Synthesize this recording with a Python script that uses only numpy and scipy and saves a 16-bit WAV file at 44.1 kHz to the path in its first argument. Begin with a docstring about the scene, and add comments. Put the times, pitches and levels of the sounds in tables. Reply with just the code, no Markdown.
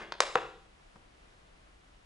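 """A step on fallen plaster in a bare, derelict room, heard from head height.
The sole scuffs over grit, a plaster flake ticks and then snaps, and a slab under the shoe knocks
on the floor. Hard walls and ceiling throw back crackly echoes and ring on for half a second;
later the weight shifts softly over a faint hiss and rumble."""
import sys
import numpy as np
from scipy import signal
from scipy.fft import rfft, irfft, next_fast_len
from scipy.io import wavfile

SR = 44100
rng = np.random.default_rng(int(sys.argv[2]) if len(sys.argv) > 2 else 0)


def persist_wave(psi):
    """Save psi, clipped to +-1, as 16-bit WAV."""
    counts = np.round(np.clip(psi, -1, 1) * 32767).astype(np.int16)
    wavfile.write(sys.argv[1], SR, np.atleast_2d(counts).T)


N = 90404

# tone of breaking plaster (frequency [Hz], gain [dB])
PLASTER_EQ = [(100, -21.5), (210, -9), (330, 4), (490, 14.5), (680, 10.5), (900, 18.5), (1150, 19),
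              (1700, 10.5), (2750, 5.5), (4000, 11.5), (6200, 10), (8300, 2.5), (10500, -8)]
CRUMBLE_DECAY_S, SPLIT_DECAY_S = .0036, .0007


def plaster_snaps():
    """A flake tears, cracks and crumbles within a few milliseconds."""
    # breaks (time [s], level [dB], low-pass [Hz], crumb gain [ratio])
    breaks = [(0.1224, -15, 3742, 0.594), (0.2048, 0.9, 12000, .38)]
    tear_lead_s, out = .0007, 0
    for at, db, top_hz, crumb_gain in breaks:
        tear = amp(-2.5) * cut(crumbs(at - tear_lead_s, SPLIT_DECAY_S), 2800, "high")
        crack = cut(click(at), hz=4640)
        crumble = crumb_gain * crumbs(at, CRUMBLE_DECAY_S)
        out = out + amp(db) * cut(tear + crack + crumble, top_hz)
    return colour(out, PLASTER_EQ)


def slab_knocks():
    """The slab rocks against the floor and rings briefly; a longer contact sounds duller."""
    # knocks (time [s], level [dB], low-pass [Hz], contact time [s], crumb gain [ratio])
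    knocks = [(0.3523, -5, 650, 0.0015, .1), (0.3546, -18, 9000, 0.000065, 0.7),
              (0.3560, 0.5, 4970, 0.00012, 0.41), (0.7975, -45, 4000, 0.00012, 0.58),
              (0.9580, -32.5, 1200, .0004, 0.15), (0.9614, -34.5, 2500, 0.00015, 0.74)]
    # slab resonances (frequency [Hz], gain [dB], t60 [s])
    slab_modes = [(477, 30, 0.055), (791, 21.5, .052), (1002.4, 26.5, 0.039), (1112, 27, 0.03),
                  (1294, 17, .022), (2500, 9, 0.0086)]
    # tone of the attack (frequency [Hz], gain [dB])
    contact_eq = [(100, -10), (330, -9.5), (1200, -4), (2000, 7.5), (3100, -9.5), (4000, -11.5), (7000, 5),
                  (10500, -10)]
    t, force = np.arange(N) / SR, 0
    for at, db, top_hz, contact_s, crumb_gain in knocks:
        impact = click(at) + crumb_gain * crumbs(at, CRUMBLE_DECAY_S)
        contact = np.exp(-t / contact_s)
        force = force + amp(db) * cut(convolve(impact, contact / contact.sum()), top_hz)
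    body = convolve(force, ring(slab_modes))
    return cut(body + colour(force, contact_eq), 356, "high")  # a small slab radiates little bass


def floor_thuds():
    """Weight lands on the floorboards and sets their low modes ringing."""
    # landings (time [s], level [dB])
    landings = [(0.3548, 9), (0.9583, -6)]
    # floorboard resonances (frequency [Hz], gain [dB], t60 [s])
    board_modes = [(128, -1.3, .12), (170, -1, 0.058)]
    return convolve(sum(amp(db) * click(at) for at, db in landings), ring(board_modes))


def sole_scuff():
    """Grit grinds under the sole for an instant, then dies away."""
    # tone of the grit (frequency [Hz], gain [dB])
    grit_eq = [(100, -10), (290, -5.5), (390, 6.5), (520, -4), (850, 2), (1400, -1), (2200, -3),
               (3500, -13.5), (6000, -21), (10500, -36.5)]
    hold_s, release_s = .028, .012
    grit = colour(grains(per_s=6000), grit_eq)
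    since_stop = np.maximum(np.arange(N) / SR - hold_s, 0)
    return amp(-44.5) * grit / grit.std() * np.exp(-since_stop / release_s)


def early_reflections():
    """Thin, crackly echoes of the snaps and main knock return from walls and ceiling about 20 ms later."""
    # echoes (time [s], level [dB], low-pass [Hz])
    echoes = [(0.1395, -30, 3000), (0.223, -22, 5500), (0.2288, -22, 8000), (0.3779, -16.5, 1900),
              (0.3812, -23.5, 1900)]
    crackle = sum(amp(db) * cut(crumbs(at, SPLIT_DECAY_S), top_hz) for at, db, top_hz in echoes)
    return colour(cut(crackle, 1770, "high"), PLASTER_EQ)


def diffuse_echo():
    """Floor scatter comes first, then the nearest walls in one bunch; each octave has its own decay."""
    # reverb time (frequency [Hz], t60 [s])
    decay_times = [(150, 0.83), (450, 0.4443), (1000, 0.48), (2500, 0.53), (5000, 0.69), (10000, 0.55)]
    attack_s, wall_s, wall_fade_s, doubling_s = .003, .014, .019, .016
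    t, f = np.arange(N) / SR, np.fft.rfftfreq(N, 1 / SR)
    reflections = rfft(grains(per_s=980 * 2 ** (t / doubling_s)))  # separate at first, soon dense
    wall_bump = .53 * (t >= wall_s) * np.exp(-np.abs(t - wall_s) / wall_fade_s)
    onset = (1 + wall_bump) * np.clip(t / attack_s, 0, 1)
    octaves_hz, out = 125 * 2. ** np.arange(8), 0
    for hz, weights in zip(octaves_hz, np.eye(8)):
        band = irfft(reflections * lookup(list(zip(octaves_hz, weights)), f), N)
        envelope = onset * np.exp(-np.log(1000) * t / lookup(decay_times, hz))
        out = out + band * envelope / np.sqrt(np.sum(envelope ** 2))
    return out


def bare_room():
    """Stereo impulse response of the hard walls: diffuse echo plus standing waves."""
    # reverb width (frequency [Hz], side gain [dB])
    width = [(100, -9.5), (400, -17), (1100, -10.5), (2000, -9.5), (10000, -12)]
    # reverb tone (frequency [Hz], gain [dB])
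    echo_eq = [(100, -5), (300, -0.5), (480, -4), (700, -4), (1000, -8), (2000, -6), (3200, -3.5),
               (6000, -11), (10000, -8.5)]
    # standing waves (frequency [Hz], gain [dB], t60 [s])
    room_modes = [(417.4, 1.5, 0.46), (485, -8.5, 0.306), (776, -12, 0.6), (953, -6.5, 0.48)]
    tail = stereo(diffuse_echo(), colour(diffuse_echo(), width))
    return colour(tail, echo_eq) + ring(room_modes)


def background_hiss():
    """A faint bed of hiss and rumble whose level drifts a little."""
    # tone of the hiss (frequency [Hz], relative level [dB])
    hiss_eq = [(12, -27), (20, -3.5), (43, -3), (77, -13), (130, -17.5), (204, -18), (227, -22.5),
               (328, -21), (428, -23), (764, -23.5), (827, -26), (2940, -30), (11000, -44), (14300, -76.5),
               (22000, -120)]
    # width of the hiss (frequency [Hz], side gain [dB])
    width = [(60, -29), (110, -12.5), (190, -6), (340, -0.5), (610, 2), (1080, 4.5), (1930, 2.5),
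             (3440, -0.5), (6120, -4), (10900, -7.5)]
    mid, side = colour(rng.standard_normal((2, N)), hiss_eq)
    drift_db = 1.2 * np.interp(np.arange(N), np.linspace(0, N, 16), rng.standard_normal(size=16))
    return stereo(mid, colour(side, width)) / mid.std() * amp(-61 + drift_db)


def crumbs(at, decay_s):
    """A fast-fading burst of tiny clicks, energy 1."""
    age = np.arange(N) / SR - at
    burst = grains(per_s=11000) * (age > 0) * np.exp(-np.abs(age) / decay_s)
    return burst / np.sqrt(np.sum(burst ** 2) + 1e-12)


def grains(per_s):
    """Random clicks of random size, rms about 1."""
    chance = np.clip(per_s / SR, 1e-4, 1)
    return (rng.random(N) < chance) * rng.standard_normal(N) / np.sqrt(chance)


def click(at):
    """A unit pulse at a time in seconds."""
    x = np.zeros(N)
    x[int(np.clip(at * SR, 0, N - 1))] = 1
    return x


def ring(modes):
    """Impulse response of damped modes; dB is the gain at resonance."""
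    t, out = np.arange(N) / SR, 0
    for hz, db, t60 in modes:
        damping = np.log(1000) / t60
        out = out + amp(db) * 2 * damping / SR * np.exp(-damping * t) * np.cos(2 * np.pi * hz * t)
    return out


def colour(x, points):
    """Minimum-phase EQ through (frequency [Hz], gain [dB]) points."""
    size = 2 * next_fast_len(N)
    gain = amp(lookup(points, np.fft.rfftfreq(size, 1 / SR)))
    cepstrum = irfft(np.log(gain))
    cepstrum[1:size // 2] *= 2
    cepstrum[size // 2 + 1:] = 0
    return irfft(rfft(x, size) * np.exp(rfft(cepstrum)))[..., :N]


def cut(x, hz, kind="low"):
    """Second-order low-pass or high-pass."""
    sos = signal.butter(2, min(hz, SR / 2 - 100), kind, fs=SR, output="sos")
    return signal.sosfilt(sos, x + 1e-18)


def convolve(x, response):
    """Play x through an impulse response."""
    size = 2 * next_fast_len(N)
    return irfft(rfft(x, size) * rfft(response, size))[..., :N]


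def lookup(points, hz):
    """Read (frequency [Hz], value) points on a log-frequency axis."""
    f, values = np.array(points, float).T
    return np.interp(np.log(hz + 1e-3), np.log(f), values)


def amp(db):
    """Decibels to gain."""
    return 10 ** (np.asarray(db) / 20)


def stereo(mid, side):
    """Mid and side to left and right."""
    return np.array([mid + side, mid - side])


def scene():
    """The step arrives directly and by way of the bare walls, over a faint hiss and rumble."""
    hits = plaster_snaps() + early_reflections() + slab_knocks() + floor_thuds()
    scuff, scuff_send_db = sole_scuff(), 7
    reverb = convolve(hits + amp(scuff_send_db) * scuff, bare_room())
    return hits + scuff + reverb + background_hiss()


def record(dry):
    """Two close microphone ports differ a little in timing and level; a steep low-pass cuts the top."""
    # left minus right (frequency [Hz], level [dB])
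    balance = [(100, 1.2), (400, 0.11), (1100, 4.1), (2500, -0.072), (5000, -1.1), (10000, -0.49)]
    # lead of the left port (frequency [Hz], phase [rad])
    phase_lead = [(100, -0.02), (500, 0.33), (1100, -0.7), (3200, -1.1), (6000, 0.28)]
    f, sign = np.fft.rfftfreq(2 * N, 1 / SR), np.array([[1], [-1]])
    ports = amp(sign * lookup(balance, f) / 2) * np.exp(.5j * sign * lookup(phase_lead, f))
    heard = irfft(rfft(dry, 2 * N) * ports)[:, :N]
    top_hz = 11150
    return signal.sosfilt(signal.ellip(10, .2, 70, top_hz, fs=SR, output="sos"), heard)


dry = scene()
out = record(dry)
persist_wave(out)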